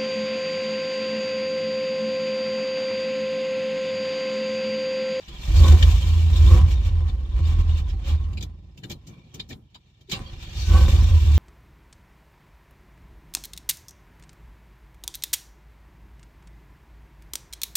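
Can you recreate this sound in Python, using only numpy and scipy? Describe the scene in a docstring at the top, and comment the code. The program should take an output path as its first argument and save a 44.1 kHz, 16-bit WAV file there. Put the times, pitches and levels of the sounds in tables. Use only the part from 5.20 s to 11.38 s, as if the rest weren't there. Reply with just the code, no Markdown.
"""Cold V8 start, from the cab

A big carburetted truck V8 catches, surges and sags on uneven firings, then shudders to a near stop
with loose metal clanking. The starter slams in again and it picks up. Each firing throbs through the
muffler, booms in the cab and barks in the pipes, while air hisses through the carburettor."""
import sys
import numpy as np
from scipy import signal
from scipy.fft import rfft, irfft, next_fast_len
from scipy.io import wavfile
from scipy.ndimage import uniform_filter1d

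SR = 44100
rng = np.random.default_rng(int(sys.argv[2]) if len(sys.argv) > 2 else 0)


def store_pcm(level_fs):
    """Save levels as 16-bit WAV."""
    pcm = np.round(np.clip(level_fs, -1, 1) * 32767).astype(np.int16)
    wavfile.write(sys.argv[1], SR, np.atleast_2d(pcm).T)


N = 272538
TIME_S = np.arange(N) / SR


def from_db(db):
    """Decibels to gain."""
    return 10 ** (np.asarray(db) / 20)


def together(*levels_db):
    """Level of several unrelated sounds at once."""
    return 10 * np.log10(sum(from_db(db) ** 2 for db in levels_db))


def unit_rms(x):
    """Scale to unit power."""
    return x / np.sqrt(np.mean(x ** 2) + 1e-20)


def levelled(x, span_s):
    """Even out the slow level and keep the faster beat."""
    size = int(span_s * SR)
    power = uniform_filter1d(uniform_filter1d(unit_rms(x) ** 2, size), size)
    return unit_rms(x) / np.sqrt(np.abs(power) + 1e-5)


def automation(points):
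    """Straight ramps between (time_s, value) points."""
    return np.interp(TIME_S, *np.transpose(points))


def hump(time_s, half_s):
    """A smooth rise to 1 and back around a moment."""
    return np.exp(-.5 * ((TIME_S - time_s) / half_s) ** 2)


def since(time_s):
    """Seconds gone by since a moment, 0 before it."""
    return np.maximum(TIME_S - time_s, 0)


def swell(age_s, rise_s):
    """An impact envelope: a soft attack of at least 3 ms, then a decay."""
    age = age_s / max(rise_s, .003)
    burst = np.maximum(age, 0) * np.exp(1 - np.maximum(age, 0))
    scrape = 0.15 * np.exp(-np.abs(age - 1) / 1.87)   # parts rub just before and after they meet
    return burst + scrape


def cut(x, hz, kind, order=2):
    """Butterworth filter."""
    return signal.sosfilt(signal.butter(order, hz, kind, fs=SR, output="sos"), x + 1e-18)


def coloured(x, spectrum):
    """Shape a steady signal with an EQ curve, at unit power."""
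    hz, db = np.transpose(spectrum)
    size = next_fast_len(N)
    bins_hz = np.maximum(np.fft.rfftfreq(size, 1 / SR), 1)
    gain = from_db(np.interp(np.log(bins_hz), np.log(hz), db))
    return unit_rms(irfft(rfft(x, size) * gain, size)[..., :N])


def resonate(x, modes):
    """Parallel resonances (pitch_hz, width_hz, gain_db) with alternating signs."""
    out = 0
    for k, (hz, width_hz, db) in enumerate(modes):
        radius = np.exp(-np.pi * width_hz / SR)
        forward = np.array([1, 0, -1]) * (1 - radius ** 2) / 2
        feedback = [1, -2 * radius * np.cos(2 * np.pi * hz / SR), radius ** 2]
        out = out + (-1) ** k * from_db(db) * signal.lfilter(forward, feedback, x + 1e-18)
    return out


def flutter(depth_db, rate_hz):
    """An irregular quiver of level."""
    drift = unit_rms(cut(rng.standard_normal(N), rate_hz, "low"))
    return from_db(depth_db * np.clip(drift, -2, 1.5))


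# Stereo image of the cab: frequency_hz, left_right_correlation
CAB_IMAGE = [(100, 1), (250, 0.88), (500, 0.57), (1000, 0.073), (2000, 0.011), (15000, 0.082)]

def diffuse():
    """White noise as the cab spreads it: common in the bass, unrelated in the treble."""
    size = next_fast_len(N)
    alike = np.interp(np.fft.rfftfreq(size, 1 / SR), *np.transpose(CAB_IMAGE))
    mid, side = rfft(rng.standard_normal((2, size)))
    spectrum = np.sqrt(1 + alike) * mid + np.sqrt(1 - alike) * side * [[1], [-1]]
    return unit_rms(irfft(spectrum, size)[:, :N])


def grit(spread_db):
    """Dense tiny impacts of uneven size, each a fraction of a millisecond long."""
    sizes = from_db(spread_db * np.minimum(rng.exponential(1, N // 20 + 1), 4))
    return diffuse() * np.repeat(sizes, 20)[:N]


def cab(x, t60_s, wet_db, low_cut_hz):
    """Close glass and steel return a short dense tail, different on each side."""
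    t = TIME_S[:SR // 4]
    tail = cut(rng.standard_normal((2, len(t))), low_cut_hz, "high") * from_db(-60 * t / t60_s)
    tail *= from_db(wet_db) / np.sqrt(np.sum(tail ** 2, axis=1, keepdims=True))
    return (x + signal.fftconvolve(x, tail, axes=1)[:, :N]) / np.sqrt(1 + from_db(wet_db) ** 2)


# Dry metal squeaks: time_s, pitch_hz, level_db, half_length_s, glide_hz_per_s
SQUEAKS = [(0.145, 3310, -44.5, 0.024, -4000), (3.973, 2337, -62.5, 0.051, 0), (4.98, 8214, -55, 0.016, -3),
           (5.08, 4520, -52, 0.014, -1000), (5.081, 3258, -47, 0.017, 0), (5.275, 3240, -48, 0.0098, -7000),
           (5.78, 5900, -48, 0.076, 0)]

def squeaks():
    """Dry metal rubs in short, rough, gliding chirps."""
    roughness = unit_rms(cut(rng.standard_normal((2, N)), 55, "low"))
    chirps = 0
    for time_s, hz, db, half_s, glide in SQUEAKS:
        age = TIME_S - time_s
        chirps += from_db(db) * hump(time_s, half_s) * np.sin(2 * np.pi * (hz + glide * age / 2) * age)
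    return roughness * chirps


# Notes of the loose tin in the engine bay: pitch_hz, level_db
TIN_NOTES = [(2300, -6.5), (2700, -1.5), (3000, 2.5), (3260, 2), (3630, 4.5), (3950, 1.5), (4200, 0),
             (5090, -1.5), (5750, -2.5)]

def tin_rattle(touches=1500, t60_s=0.1, rise_s=0.0014):
    """Loose tin buzzes at random; every touch rings roughly, with its own tuning and pan."""
    out, t = np.zeros((2, N + SR // 8)), TIME_S[:SR // 8]
    attack = 1 - np.exp(-t / rise_s)
    for k, (size, detune, side, length) in enumerate(rng.standard_normal((touches, 4))):
        at = int((k + rng.random()) * N / touches)
        hz, db = TIN_NOTES[rng.integers(len(TIN_NOTES))]
        decay = from_db(db + 3.5 * min(size, 1) - 60 * t / (t60_s * np.exp(length / 4)))
        tone = np.sin(2 * np.pi * hz * (1 + 0.05 * detune) * t)
        pan = from_db([[-2 * side], [2 * side]])
        out[:, at:at + len(t)] += pan * attack * decay * tone
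    buzz = cut(rng.standard_normal((2, N)), 100, "low")
    return unit_rms(out[:, :N] * buzz)


# Tone of the intake hiss: frequency_hz, gain_db
INTAKE_EQ = [(500, -7.5), (1000, 1.5), (1400, -7), (1900, -6.5), (2500, -2), (3000, -4), (4000, -4),
             (4800, -9), (6000, -10), (7500, -9.5), (9000, -16.5), (10500, -23), (12500, -15.5),
             (15500, -18.5)]
# Bed of air drawn through the carburettor: time_s, hiss_db
DRAUGHT = [(0, -52), (0.2, -50.5), (0.373, -40), (0.8, -42.5), (1.37, -47.5), (1.44, -54), (1.54, -50.5),
           (1.99, -60.5), (2.25, -57.5), (3.1, -65), (3.33, -72), (4.89, -70.5), (4.96, -53.5),
           (5.19, -53.5), (5.5, -45), (6.18, -43)]

def intake(puffs, hiss_db):
    """Air is gulped through the carburettor; a strong draught hisses more sharply."""
    flow = flutter(depth_db=1.8, rate_hz=35) * unit_rms(puffs + 8.1)   # mostly steady, with a rasp
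    rush = flow * from_db(hiss_db + 1.1) * coloured(diffuse(), INTAKE_EQ)
    sharpness = np.clip((hiss_db + 57.5) / 17, .35, 1.25)
    top_trim = from_db(-0.1538 * (hiss_db - automation(DRAUGHT)))   # tames the top of sudden rushes
    return cut(rush, 5180, "low", order=4) + sharpness * top_trim * cut(rush, 3850, "high", order=4)


# Hollow knocks and snaps: start_s, pitch_hz, level_db
KNOCKS = [(0.621, 1770, -29), (0.623, 3083, -27), (3.211, 302, -42), (3.633, 1680, -45), (3.703, 400, -37),
          (4.303, 330, -38.5), (4.306, 1805, -45), (4.317, 135, -33.5), (4.551, 946, -49)]

def knocks(rise_s=0.0045, width_hz=160):
    """The shuddering block bumps its stops with a hollow knock."""
    noise, out = diffuse(), 0
    for start_s, hz, db in KNOCKS:
        hollow = cut(resonate(noise, [(hz, width_hz, 0)]), 2 * hz, "low")
        out += from_db(db) * swell(TIME_S - start_s, rise_s) * unit_rms(hollow)
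    return out


# Hits of the rocking engine and starter gear: start_s, level_db, thud_db, edge_db, ring_hz, rise_s
CLANKS = [(0.08, -39, -16, -18, 4180, 0.0042), (0.432, -27.5, 2.5, -16, 3640, 0.0044),
          (0.478, -27.5, -4, -11.5, 3600, 0.0039), (0.6237, -20, -7, -15, 3210, 0.0027),
          (3.1298, -46, 5, -16, 2714, 0.0025), (3.171, -35, -5, -43, 2480, 0.0042),
          (3.2077, -35.5, -13, -17, 3500, 0.0025), (3.224, -33, -5, -8, 3440, 0.0033),
          (3.573, -47.5, 1, -10.5, 2650, 0.0049), (3.6328, -37, 0, -22, 2940, 0.0052),
          (3.697, -35, 1, -11.5, 3320, 0.0051), (3.711, -31.5, -29, -15, 4160, 0.0044),
          (3.867, -48.5, 4.5, -7.5, 6300, 0.0081), (4.14, -42, 2, -8, 6170, 0.0055),
          (4.1956, -26, -13.5, -45, 3695, 0.0028), (4.288, -50, 7, -1.5, 5400, 0.0055),
          (4.2993, -39, -3.5, -37, 3050, 0.0092), (4.324, -38.5, -21, -34, 3300, 0.0022),
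          (4.543, -43, -13.5, -24, 3770, 0.0061), (4.807, -54.5, 0, -11, 3217, 0.0042),
          (4.895, -34.5, -10, -19, 4310, 0.0043), (4.9128, -22, -37, -16.5, 3830, 0.0071),
          (4.927, -30, -35, -42, 2750, 0.011)]
# Ring of the struck metal: pitch_hz, gain_db
CLANK_MODES = [(2380, -4), (3080, 1.5), (3600, -2), (4060, 4), (4700, -0.5), (5240, -8.5), (7100, -7)]
# Midrange crunch of a clank: frequency_hz, gain_db
CRUNCH_EQ = [(400, -18), (800, -0.5), (1100, -5), (1400, -11.5), (2300, 2.5), (2700, -2), (3200, 2.5),
             (3900, 1), (4800, -6.5), (7000, -13.5), (9000, -31.5), (15000, -71)]
# Its bright edge: frequency_hz, gain_db
EDGE_EQ = [(3000, -9.5), (6000, 7), (8000, -0.5), (10000, -13.5), (13000, -4.5), (15500, -2)]
# Thud of the body under it: frequency_hz, gain_db
THUD_EQ = [(60, -7.5), (130, 8), (200, 0), (350, -4), (520, -16.5), (1000, -22), (2500, -45.5)]

def clanks(width_hz=130, contacts_per_s=1500):
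    """A brief run of contacts rings the metal, one tone above the rest, over a longer body thud."""
    crunch, edge, thud = np.zeros((3, N))
    rings = np.zeros((2, N))
    for start_s, db, thud_db, edge_db, ring_hz, rise_s in CLANKS:
        near = np.arange(-SR // 20, SR // 4) + int(start_s * SR)
        age = near / SR - start_s
        burst = from_db(db) * swell(age, rise_s)
        touching = rng.random(len(near)) < contacts_per_s / SR
        contacts = burst * touching * rng.standard_normal((2, len(near)))
        modes = [(hz, width_hz, gain_db + 2.5 * rng.standard_normal()) for hz, gain_db in CLANK_MODES]
        chord = from_db(-6.5) * unit_rms(resonate(contacts, modes))
        note = from_db(-8.5) * unit_rms(resonate(contacts, [(ring_hz, width_hz, 0)]))
        rings[:, near] += np.sqrt(np.mean(burst ** 2)) * (chord + note)
        crunch[near] += from_db(-11) * burst
        edge[near] += from_db(edge_db + 3) * burst
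        thud[near] += from_db(db + thud_db + 1.5) * swell(age + 0.0045, 3.4 * rise_s)
    return (rings + crunch * coloured(grit(spread_db=2.5), CRUNCH_EQ)
            + edge * coloured(grit(spread_db=4.5), EDGE_EQ)
            + thud * coloured(diffuse(), THUD_EQ))


def solenoid(start_s=4.887, pitch_hz=380.7, level_db=-37):
    """The solenoid knocks the pinion in for the second start."""
    age = TIME_S - start_s
    return from_db(level_db) * swell(age, rise_s=0.0077) * np.sin(2 * np.pi * pitch_hz * age)


# Bands of the gear whine: pitch_hz, width_hz, weight_db
WHINE_BANDS = [(3100, 97, -6), (3800, 270, -2.5), (4450, 340, 1.5), (5900, 280, -2)]

def starter_whine(grip_db):
    """The pinion whines fitfully on the ring gear, 14.5 dB louder for each doubling of speed."""
    whine_db = grip_db - 58 + 14.5 * np.log2(automation(ENGINE_SPEED) / 23.4)
    whine = 0
    for hz, width_hz, db in WHINE_BANDS:
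        chatter = flutter(depth_db=7, rate_hz=8) * rng.standard_normal((2, N))
        whine += from_db(db) * unit_rms(resonate(chatter, [(hz, width_hz, 0)]))
    return from_db(whine_db) * unit_rms(whine)


# Starter cues: engage_s, release_s, first_groan_db
CRANKS = [(0.07, 0.388, -46.5), (4.914, 5.459, -35)]

def cranking(bite_s=0.02, release_db_per_s=196.5, jerk_db_per_s=85):
    """The starter jerks the engine round and keeps it turning: levels of its grip and groan in dB."""
    grips, jerks = [], []
    for engage_s, release_s, groan_db in CRANKS:
        attack_db = 20 * np.log10(np.clip(since(engage_s) / bite_s, 1e-4, 1))
        grip_db = attack_db - release_db_per_s * since(release_s)
        grips.append(grip_db)
        jerks.append(grip_db + groan_db - jerk_db_per_s * since(engage_s))
    grip_db = together(*grips)
    return grip_db, together(grip_db - 52, *jerks)


# The revs: time_s, firings_per_s
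ENGINE_SPEED = [(0, 13.2), (.25, 21.5), (.5, 81.2), (1.1, 81.8), (1.28, 56.6), (1.42, 85.4), (1.55, 53.8),
                (1.75, 39.1), (2.0, 34.3), (2.3, 41.5), (2.75, 34.9), (2.95, 39.7), (3.5, 16.2),
                (4.88, 6.18), (5.0, 15), (5.3, 22.9), (5.6, 74), (5.95, 35.2), (6.18, 38.2)]
# Uneven accents of a cross-plane V8, one per cylinder: level_db
CYLINDERS = [-1, -10, -3, -2, -7.5, -1.5, -2.5, -5.5]

def firings(uneven_db, jitter):
    """One impulse and one rounded puff of gas per cylinder; the cold mixture burns unevenly."""
    per_s = automation(ENGINE_SPEED)
    due = np.flatnonzero(np.diff(np.floor(np.cumsum(per_s) / SR), prepend=-1))
    late, burn = rng.standard_normal((len(due), 2)).T
    fired = np.sort(np.clip(due + jitter * late * SR / per_s[due], 0, N - 1).astype(int))
    strength = from_db(np.resize(CYLINDERS, len(due)) + uneven_db * burn)
    pulses = np.zeros(N)
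    pulses[fired] = strength
    stroke = np.interp(np.arange(N), fired, np.arange(len(due)))
    puffs = strength[stroke.astype(int)] * np.sin(np.pi * (stroke % 1) ** 0.63) ** 2
    return pulses, levelled(puffs, span_s=0.1)


# The engine runs by itself: catch_s, rise_s, throb_db, stop_s
RUNS = [(0.233, 0.094, -8, 3.053), (5.358, 0.16, -6, 6.3)]
# Cylinders bite or kick back: time_s, throb_lift_db, bark_lift_db, hiss_lift_db, half_length_s
SURGES = [(0.283, 6, 5, 0.5, 0.046), (0.463, 6.5, 11, 3, 0.058), (0.566, 3, 6, 0, 0.049),
          (0.69, 4.5, 3.5, 2.5, 0.028), (1.238, 3, 0.5, 1, 0.016), (1.337, 9.5, 10.5, 6.5, 0.085),
          (2.189, 7, 5.5, 7, 0.036), (2.298, 3, 2.5, 13, 0.045), (2.404, 7.5, 6, 10, 0.018),
          (2.514, 4, 0.5, 12, 0.042), (2.898, 12.5, 8.5, 20.5, 0.05), (3.76, 7.5, 3.5, 1, 0.04),
          (3.952, 1.5, 11, 5, 0.1), (4.192, 5, 10.5, 10.5, 0.068), (4.352, 9.5, 2, -7, 0.095),
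          (5.382, 11.5, -17, 5, 0.041), (5.536, 1.5, 6.5, 5, 0.046), (5.69, 1, 7, 4.5, 0.091)]
# Stumbles as cylinders fail to fire: time_s, throb_loss_db (negative lifts), half_length_s
MISFIRES = [(0.328, 16, 0.0095), (0.464, 7, 0.006), (0.587, 11, 0.015), (0.714, 4.5, 0.0114),
            (0.821, 6.5, 0.038), (1.299, 5, 0.0057), (1.36, 2, 0.0034), (1.477, 12.5, 0.0045),
            (1.635, 7.5, 0.0098), (2.056, 8, 0.091), (2.251, 3, 0.0092), (2.43, 4, 0.008),
            (2.65, 6.5, 0.01), (2.851, 12.5, 0.056), (2.988, 8, 0.0066), (3.421, 5.5, 0.098),
            (3.64, 13, 0.04), (3.855, -3, 0.029), (5.463, 10, 0.012), (5.663, 9, 0.006), (5.711, 4, 0.0081),
            (5.782, 10, 0.0035), (5.87, 3.5, 0.012), (6.005, 10, 0.011)]
# Short gasps of the carburettor: time_s, hiss_lift_db
GASPS = [(0.239, 4.5), (1.169, 5.5), (1.51, 8.5), (1.664, 7.5), (1.886, 7.5), (2.588, 13), (2.696, 12.5),
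         (3.039, 7.5), (5.228, 7)]

def running(climb_db=32, sag_db_per_s=4, die_db_per_s=38.5, rest_db=-56.5):
    """The engine catches, sags as it starves and dies away: levels of throb, bark and hiss in dB."""
    runs = []
    for catch_s, rise_s, db, stop_s in RUNS:
        attack_db = -climb_db * np.maximum(1 - (TIME_S - catch_s) / rise_s, 0)
        runs.append(db + attack_db - sag_db_per_s * since(catch_s) - die_db_per_s * since(stop_s))
    throb_db = together(rest_db, *runs)
    bark_db = -37.5 + 0.5 * throb_db   # the bark follows half of the throb's swing
    hiss_db = automation(DRAUGHT)
    for time_s, throb_lift, bark_lift, hiss_lift, half_s in SURGES:
        surge = hump(time_s, half_s)
        throb_db += throb_lift * surge
        bark_db += bark_lift * surge
        hiss_db += hiss_lift * surge
    loss_db = sum(db * hump(time_s, half_s) for time_s, db, half_s in MISFIRES)
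    gasp_db = sum(db * hump(time_s, half_s=0.02) for time_s, db in GASPS)
    draught_roar_db = hiss_db - 9
    return throb_db - loss_db, together(bark_db - 0.44 * loss_db, draught_roar_db), hiss_db + gasp_db


def waver(channels, depth=0.016, band_hz=(4, 8)):
    """Gusts of hot and cold gas bend the pitch of a ringing pipe up and down."""
    bend = depth * unit_rms(cut(rng.standard_normal(N), band_hz, "band"))
    at = np.arange(N)
    return np.array([np.interp(at + np.cumsum(bend), at, side) for side in channels])


# Pipe accents on hard firings: time_s, pitch_hz, level_db, half_length_s
PIPE_BITES = [(0.448, 1122, -27.5, 0.012), (0.465, 1028, -36.5, 0.016), (0.474, 1518, -46, 0.022),
              (0.538, 344, -32.5, 0.031), (1.334, 1119, -39.5, 0.034), (1.335, 353, -35, 0.036),
              (1.342, 520, -36, 0.026), (5.568, 1112, -31.5, 0.02), (5.57, 1520, -44.5, 0.066),
              (5.571, 758, -36.5, 0.02), (5.575, 527, -37, 0.03)]

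def pipe_bites(pulses, width_hz=32.5):
    """At the hardest firings single pipe resonances sing out above the rest."""
    out = 0
    for time_s, hz, db, half_s in PIPE_BITES:
        mode = [(hz, width_hz, 0)]
        note = levelled(resonate(resonate(pulses, mode), mode), span_s=0.03)
        out += from_db(db) * hump(time_s, half_s) * note
    return waver([out])


# Ring of the exhaust pipes: pitch_hz, width_hz, gain_db
PIPE_MODES = [(120, 12, 2.5), (180.3, 13.8, 9.5), (243, 11, -8.5), (339, 10.2, 8), (523.5, 37, -0.5),
              (755.4, 27, -2), (806, 54, -16.5), (1019, 24.4, 1.5), (1103, 19, 0.5), (1498, 28, -12.5),
              (1776, 140, -17.5)]
# Drumming of the body panels: frequency_hz, gain_db
PANEL_EQ = [(60, -18.5), (100, 7.5), (135, 6.5), (200, -1.5), (290, -9), (360, -10.5), (520, -20.5),
            (950, -23), (1400, -39), (2500, -65.5)]

def bark(pulses, puffs, bark_db):
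    """Turbulent puffs drum on the panels and ring the pipes in fits; the ring fades as firing stops."""
    flow = unit_rms(puffs + 1)   # puffs on a steady stream
    effort = np.clip((bark_db + 54) / 18, 0, 1)
    drive = flow * diffuse() + effort * unit_rms(pulses)   # hard firings add a crack
    ringing = sum(flutter(depth_db=3.5, rate_hz=8) * resonate(drive, [mode]) for mode in PIPE_MODES)
    panels = flow * coloured(diffuse(), PANEL_EQ)
    pipes = waver(levelled(ringing, span_s=0.0077))
    fade_db = np.clip(bark_db + 52, -10, 0)
    return (from_db(bark_db - 6 + 5.7 * effort + fade_db) * pipes
            + from_db(bark_db + 4.5 - 1.2 * effort) * panels)


# Sub of the block on its mounts: pitch_hz, width_hz, gain_db
MOUNT_MODES = [(39, 11, 0)]

def rocking(pulses, grip_db):
    """Under the starter the block rocks deeply on its mounts."""
    sway = cut(resonate(pulses, MOUNT_MODES), 55, "low", order=3)
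    return from_db(grip_db - 41) * levelled(sway, span_s=0.1)


# Thump of the muffler: pitch_hz, width_hz, gain_db
MUFFLER_MODES = [(39.5, 7.9, -12.5), (57.8, 11.2, 1)]
# Boom of the air in the cab: pitch_hz, width_hz, gain_db
CAB_MODES = [(79.67, 9, -18), (123, 30, -28.5)]
# Boom against the muffler, as the firings drift in and out of step with it: time_s, level_db
BOOM_RIDE = [(0.25, -7), (0.46, 9.5), (0.52, 13), (0.62, 2), (0.78, -3.5), (0.9, 6.5), (1.02, 15),
             (1.14, -2), (1.2, 7.5), (1.32, 3.5), (1.43, 9.5), (1.52, -7.5), (1.66, 3), (1.76, 6.5),
             (1.88, 2.5), (2.04, -14), (2.22, 10), (2.4, -1.5), (2.48, 9), (2.82, -8.5), (2.93, 14),
             (3.0, 1.5), (5.5, 2), (5.86, 4), (6.0, 13.5)]
# The tailpipe carries the throb's overtones: pitch_hz, width_hz, gain_db
TAILPIPE_MODES = [(118.4, 31, 0)]

def exhaust(pulses, throb_db, overtones_db=-24.5):
    """Firings thump through the muffler and tailpipe and set the air of the cab booming."""
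    muffler = cut(resonate(pulses, MUFFLER_MODES), 67.4, "low", order=5)
    muffler = levelled(cut(muffler, 31, "high"), span_s=0.052)
    boom = cut(resonate(pulses, CAB_MODES), 92.2, "low", order=3)
    boom = levelled(cut(boom, 64.3, "high", order=4), span_s=0.1)
    throb = levelled(muffler + from_db(automation(BOOM_RIDE)) * boom, span_s=0.05)
    throb = cut(throb, 89, "low", order=10)
    overtones = levelled(resonate(resonate(pulses, TAILPIPE_MODES), TAILPIPE_MODES), span_s=0.06)
    gain = from_db(throb_db - 3) * flutter(depth_db=0.8, rate_hz=14)
    return gain * (throb + from_db(overtones_db) * overtones)


def scene():
    """The mix at the seat: low end and pipes dry, air and metal through the cab's short tail."""
    throb_db, bark_db, hiss_db = running()
    grip_db, groan_db = cranking()
    pulses, puffs = firings(uneven_db=4, jitter=0.016)
    low = exhaust(pulses, together(throb_db, grip_db - 39)) + rocking(pulses, grip_db)
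    low = np.array([np.interp(TIME_S + 0.00059, TIME_S, low), low])   # the left side leads slightly
    pipes = bark(pulses, puffs, together(bark_db, groan_db)) + pipe_bites(pulses)
    hits = clanks() + knocks()
    air = intake(puffs, hiss_db)
    tin = from_db(hiss_db - 3.5) * tin_rattle()   # shakes along with the intake
    bright = hits + air + tin + solenoid() + starter_whine(grip_db) + squeaks()
    bright = cab(bright, t60_s=0.058, wet_db=2.5, low_cut_hz=910)
    return (low * from_db([[-.7], [.7]]) + pipes * from_db([[-.4], [.4]])
            + bright * from_db([[.6], [-.4]]))


def record(dry):
    """Soft-clip the largest peaks and cut the top steeply."""
    ceiling, cutoff_hz = 0.95, 15450
    rounded = dry / (1 + (dry / ceiling) ** 8) ** (1 / 8)
    return signal.sosfilt(signal.ellip(10, .1, 90, cutoff_hz, fs=SR, output="sos"), rounded)


dry = scene()
out = record(dry)
store_pcm(out)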